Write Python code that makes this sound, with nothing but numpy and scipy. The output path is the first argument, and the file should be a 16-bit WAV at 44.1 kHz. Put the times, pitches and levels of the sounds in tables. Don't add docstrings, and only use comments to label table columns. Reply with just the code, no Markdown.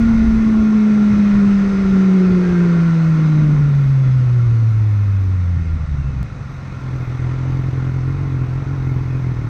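import sys
import numpy as np
from scipy import signal
from scipy.fft import rfft, irfft, next_fast_len
from scipy.io import wavfile
from scipy.ndimage import uniform_filter1d, map_coordinates

SR = 44100
rng = np.random.default_rng(int(sys.argv[2]) if len(sys.argv) > 2 else 0)


def amplitude_ratio(level_db):
    exponent = np.asarray(level_db, float) / 20
    return 10 ** exponent


def pcm_store(signal):
    levels = np.round(np.clip(np.atleast_2d(signal), -1, 1) * 32767)
    wavfile.write(sys.argv[1], SR, levels.astype(np.int16).T)


N = 418503
T_S = np.arange(N) / SR
CLUTCH_S = 6.23


def unit(x):
    return x / np.sqrt(np.mean(x ** 2) + 1e-20)


def curves(rows):
    s, *cols = np.transpose(rows)
    return [np.interp(T_S, s, c) for c in cols]


def wobble(rate_hz):
    knots = rng.standard_normal(int(N * rate_hz / SR) + 4)
    return map_coordinates(knots, [np.arange(N) * rate_hz / SR])


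def filtered(x, response):
    m = next_fast_len(N + SR // 2)
    return irfft(rfft(x, m) * response(np.fft.rfftfreq(m, 1 / SR)), m)[:N]


def coloured(x, spectrum):
    f, db = np.transpose(spectrum)
    log_f = np.log(f + 1)
    return unit(filtered(x, lambda hz: amplitude_ratio(np.interp(np.log(hz + 1), log_f, db, -120, -120))))


def resonant(x, modes):
    def response(f):
        return sum(amplitude_ratio(db) * c * w / (c * c - f * f + 1j * f * w) for c, w, db in modes)
    return unit(filtered(x, response))


def patchy(depth_db):
    z = signal.stft(rng.standard_normal(N), nperseg=512)[2]
    field = uniform_filter1d(uniform_filter1d(rng.standard_normal(z.shape), 4, 0), 10, 1)
    return signal.istft(z * amplitude_ratio(depth_db * unit(field)), nperseg=512)[1][:N]


def swells(rows, rise_db_s, fall_db_s):
    gain = 0
    for start, end, db in rows:
        early_s = np.clip(start - T_S, 0, None)
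        late_s = np.clip(T_S - end, 0, None)
        gain = gain + amplitude_ratio(db - rise_db_s * early_s - fall_db_s * late_s)
    return gain


def strikes(turns):
    return np.flatnonzero(np.diff(np.floor(turns)) > 0)


# (time [s], firing rate [1/s], drone level [dB])
OVERRUN = [(0.0, 228.6, -12), (2.1, 188.6, -11), (2.94, 164.5, -12.5), (3.5, 149.2, -12),
           (4.62, 112.8, -12), (5.18, 97.3, -14), (5.74, 79.6, -18.7), (6.24, 60.6, -28)]
# (time [s], firing rate [1/s])
IDLE = [(6.3, 46.2), (7.09, 41.3), (7.5, 43.5), (8.03, 42.9), (8.16, 46.7), (8.47, 41.3), (8.6, 45.7),
        (8.97, 42.4), (9.2, 43.4), (9.4, 38.3)]
# (time [s], loss [dB])
MISFIRES = [(5.639, -8.5), (5.791, -19), (5.866, -13.5), (5.962, -8.5), (6.038, -12.5), (6.145, -7),
            (6.24, -11.5), (6.432, -9.5), (6.601, -1.5), (6.798, -7.5), (6.68, -5.5), (6.98, -6.5),
            (7.053, -13.5), (7.179, -9.5), (7.632, -7), (7.706, -18.5), (7.92, -5), (8.467, -7.5),
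            (8.602, -1.5), (8.645, -24), (8.781, -1.5), (8.823, -5), (9.2, -1.5), (9.35, -6.5), (9.446, -2)]
# (time [s], part of a firing cycle reached [1])
IDLE_SYNC = (7.5, .73)


def firings():
    turns_per_db, stall_s, recover_s = .0025, .012, .09
    count = np.cumsum(curves([row[:2] for row in OVERRUN] + list(IDLE))[0]) / SR
    lag = 0
    for s, db in MISFIRES:
        after_s = np.clip(T_S - s, 0, None)
        lag = lag + turns_per_db * db * (1 - np.exp(-after_s / stall_s)) * np.exp(-after_s / recover_s)
    return count - count[int(IDLE_SYNC[0] * SR)] % 1 + IDLE_SYNC[1] + lag


def stumble():
    return sum(db * np.exp(-((T_S - s) / 0.0095) ** 2) for s, db in MISFIRES)


# (time [s], length [s], loss [dB])
TURNS = [
    (.33, 0.13, -1),
    (1.765, .15, -4),
    (2.465, 0.1, -2.5),
]
# (frequency [Hz], width [Hz], level [dB])
TAIL_PIPE = [(425.8, 11, -37), (362, 39.4, -25), (309.8, 22, -30), (198, 11, -38.5), (167, 28, -27),
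             (142, 26, -27)]
OFF_PEAK_DB = [-52, -44.5, -53.5]


def drone(count):
    hz, first_db = curves(OVERRUN)
    since_s = T_S - CLUTCH_S
    turn_db = sum(db * np.exp(-((T_S - s) / length) ** 2) for s, length, db in TURNS)
    lift = np.sqrt(sum(amplitude_ratio(db) ** 2 / (1 + (2 * (2 * hz - c) / w) ** 2) ** 2 for c, w, db in TAIL_PIPE))
    sink_db = .05 * (hz - 100.5)
    upper = [amplitude_ratio(db - sink_db + 4 * wobble(7)) for db in OFF_PEAK_DB]
    gains = [amplitude_ratio(first_db + turn_db), upper[0] + lift * amplitude_ratio(0.4 * wobble(8.7))] + upper[1:]
    fade_db = np.interp(since_s, [-.5, -.1, 0, .02, .07, .14], [0, 2, 2, -10, -12, -40]) + stumble()
    overtone_db = np.interp(since_s, [-.6, -.4], [.8, 0])
    sway = 0.021 * wobble(30)
    total = 0
    for k, g in enumerate(gains, start=1):
        level = amplitude_ratio((k > 1) * overtone_db + fade_db + 0.26 * wobble(25))
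        total = total + np.sqrt(2) * g * level * np.cos(2 * np.pi * k * (count + sway))
    return total


# (time [s], combustion level [dB])
BURN = [(5.2, -31), (5.6, -29), (6.2, -32), (6.31, -33.5), (6.75, -32), (6.95, -24.5), (7.5, -21.5),
        (9.49, -22.5)]
# (frequency [Hz], width [Hz], level [dB])
PIPE = [(130.6, 48.8, 6.5), (268, 16, -3), (317.7, 37, -2.5), (404, 57, -8.5)]
# (frequency [Hz], density [dB per Hz])
INTAKE = [(450, -30.5), (600, -1.5), (850, 5.5), (1000, 1), (1070, 8.5), (1140, -8.5), (1400, -15.5),
          (2000, -34.5)]


def combustion(count):
    at = strikes(count + .43 + .02 * wobble(40))
    settled = np.interp(T_S - CLUTCH_S, [0, .6], [0, 1])
    uneven_db = (3 - 1.9 * settled[at]) * rng.standard_normal(len(at))
    pairing_db = 1.5 * wobble(3)[at] * (-1) ** np.arange(len(at))
    loss_db = np.roll(stumble(), -int(.009 * SR))[at]
    kicks = np.zeros(N)
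    kicks[at] = amplitude_ratio(uneven_db + pairing_db + loss_db)
    soft = signal.fftconvolve(kicks, np.hanning(int(0.0025 * SR)), "same")
    blowing = signal.lfilter([1], [1, -np.exp(-1 / (0.028 * SR))], soft)
    puffs = resonant(blowing * rng.standard_normal(N), PIPE[1:])
    upper = resonant(soft, PIPE[1:]) + amplitude_ratio(-7) * puffs
    chambers = resonant(resonant(soft, PIPE[:1]), PIPE[:1])
    boom = chambers + amplitude_ratio(-14) * resonant(soft, [(43.2, 52, 0)])
    gulp = coloured((blowing + .12) * rng.standard_normal(N), INTAKE)
    bark = np.roll(upper, int(.004 * SR))
    pulses = amplitude_ratio(-14 * (1 - settled)) * (amplitude_ratio(-12.5) * bark + amplitude_ratio(-22) * gulp) - boom
    running = np.sqrt(np.abs(uniform_filter1d(pulses ** 2, SR // 2)) + 1e-12)
    burn_db = curves([(5.05, -63.5)] + list(BURN))[0]
    return amplitude_ratio(burn_db + 3.5) * pulses / running


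# (time [s], length [s], multiple of firing rate [1], level against clatter [dB])
WHIRRS = [
    (.1, 0.16, 6.25, -1.5),
    (.6, 0.22, 5, -7),
    (2.698, .33, 9, -5),
    (4.17, 0.068, 39, -19),
    (4.614, .08, 39, -17.5),
    (6.1, 0.11, 39.5, -10),
]


def whirrs(count):
    total = 0
    for s, length, k, db in WHIRRS:
        swell = amplitude_ratio(db + 4.1 * wobble(60)) * np.exp(-((T_S - s) / length) ** 4)
        total = total + swell * np.sin(2 * np.pi * k * count + 0.76 * wobble(45))
    return total


# (time [s], clatter level [dB])
MACHINE = [(0, -33), (.6, -34.5), (1.3, -32), (2.9, -32.5), (4.0, -37.5), (5.0, -40), (6.3, -41),
           (6.8, -38.5), (7.3, -37), (8.0, -38.5), (9.49, -39)]
# (multiple of firing rate [1], level [dB])
GEARS = [(8.5, -4), (9.25, -7), (13, -9), (25, 1.5), (26, 5), (39, -1.5)]
# (frequency [Hz], width [Hz], level [dB])
COVERS = [(1090, 65, 3.5), (1388, 89, 10.5), (1660, 59, -13), (1820, 160, -3), (2030, 32, -3),
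          (2136, 12, 3), (2472, 32, -5), (2810, 39, -22), (3360, 48, -19.5), (3680, 61, -25.5),
          (4380, 65, -28.5), (4900, 52, -32), (6010, 180, -27.5)]
# (frequency [Hz], density [dB per Hz])
CASING = [(380, -41), (480, 4.5), (560, 0), (720, -2), (900, -3), (1200, 0.5), (1500, -5), (2100, -6),
          (2650, -13), (2800, -23.5), (3300, -39)]
# (frequency [Hz], density [dB per Hz])
HISS = [(2400, -13.5), (2800, -16.5), (3300, -7), (3800, -1.5), (4700, -7.5), (6200, -4), (6800, -16),
        (8500, -15.5), (9300, -24), (11200, -37.5), (12000, -59.5)]
# (start [s], end [s], level [dB])
BRAKING = [
    (3.5, 3.95, -78),
    (4.3, 4.4, -81),
    (4.65, 5.27, -73.5),
    (6.7, 9.49, -76),
]
# (frequency [Hz], density [dB per Hz])
DISC = [(11000, -44), (11500, -9), (12300, 4.5), (13200, -5), (14500, -7), (15700, -13)]


def machinery(count):
    clatter_db, = curves(MACHINE)
    road = amplitude_ratio(-48 + 0.64 * (clatter_db + 34.5) - 0.49 * T_S)
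    pads = amplitude_ratio(-103) + swells(BRAKING, rise_db_s=22, fall_db_s=220)
    ticks = np.zeros(N)
    for angle, size in rng.random((14, 2)):
        at = strikes(count / 4 + angle)
        ticks[at] += (size + 0.43) * amplitude_ratio(1.1 * rng.standard_normal(len(at)))
    gate = 1 + 0.29 * np.cos(2 * np.pi * (count + 0.16))
    load = np.clip(np.gradient(count) * SR / 130, 0, 1) ** 2
    teeth = sum(amplitude_ratio(db + 4 * wobble(7)) * np.sin(2 * np.pi * k * count + .25 * wobble(20)) for k, db in GEARS)
    rattle = amplitude_ratio(3.5) * gate * patchy(2.0)
    drive = unit(ticks - ticks.mean()) + amplitude_ratio(-18) * load * teeth + rattle
    ringing = resonant(np.gradient(drive), COVERS)
    ringing = filtered(ringing, lambda hz: 1 / np.sqrt(1 + (hz / 6600) ** 16))
    cases = amplitude_ratio(clatter_db - 3.5) * (coloured(patchy(1.0), CASING) + amplitude_ratio(-1.53) * ringing + whirrs(count))
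    hiss = amplitude_ratio(-3.0) * road * coloured(patchy(.8), HISS)
    brake = pads * amplitude_ratio(2.2 * wobble(9)) * coloured(gate * patchy(1.1), DISC)
    return cases + hiss + brake


# (time [s], roar level [dB])
WIND = [(0, -26.5), (2.0, -30), (2.9, -32), (3.5, -27), (4.3, -36.5), (4.85, -41.5), (5.8, -44),
        (6.45, -40), (7, -42.5)]
# (frequency [Hz], density [dB per Hz])
ROAR = [(40, -8.5), (90, -2), (200, 6), (320, -2), (420, -11.5), (520, -18), (800, -27), (1200, -52)]
# (frequency [Hz], density [dB per Hz])
BUFFET = [(15, -9.5), (30, -3), (80, -2), (160, -7), (300, -20.5)]
# (start [s], end [s], level [dB])
GUSTS = [
    (.03, .38, -18),
    (.59, .64, -26),
    (1.07, 1.5, -37),
    (1.58, 1.93, -32),
    (3.4, 3.65, -35.5),
    (3.85, 4.0, -33),
    (5.1, 5.15, -32),
    (5.55, 6.05, -29),
]
# (frequency [Hz], density [dB per Hz])
SLAM = [(12, -8.5), (24, 2.5), (55, 0.5), (110, -11.5), (250, -22.5)]
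# (start [s], end [s], flutter level [dB])
VISOR = [
    (.62, .63, -42),
    (2.3, 2.76, -31.5),
]
# (frequency [Hz], density [dB per Hz])
FLUTTER = [(250, -29), (340, -12.5), (400, -4.5), (435, -11), (560, -30)]


def wind():
    roar_db, = curves(WIND)
    rolling = T_S < CLUTCH_S
    eddies = amplitude_ratio(-35.5 - 1.3 * ~rolling + 3.5 * rolling * wobble(14))
    slams = swells(GUSTS, rise_db_s=260, fall_db_s=170) * coloured(rng.standard_normal(N), SLAM)
    thump = unit(amplitude_ratio(0.3 * wobble(6.8)) * coloured(rng.standard_normal(N), BUFFET))
    roar = amplitude_ratio(2 * wobble(10)) * coloured(patchy(0.82), ROAR)
    visor = amplitude_ratio(-54) + swells(VISOR, rise_db_s=10, fall_db_s=160)
    flutter = coloured(patchy(0.37), FLUTTER) * visor
    return amplitude_ratio(4.5) * eddies * thump + amplitude_ratio(2) * slams + amplitude_ratio(roar_db) * roar + flutter


def scene():
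    count = firings()
    return (drone(count) + combustion(count) + machinery(count) + wind())[None]


def low_pass(x):
    return signal.sosfilt(signal.butter(12, 15720, fs=SR, output="sos"), x)


def record(dry):
    heard = filtered(dry[0], lambda hz: (1j * hz / (18 + 1j * hz)) ** 2)[None]
    return low_pass(heard)


dry = scene()
out = record(dry)
pcm_store(out)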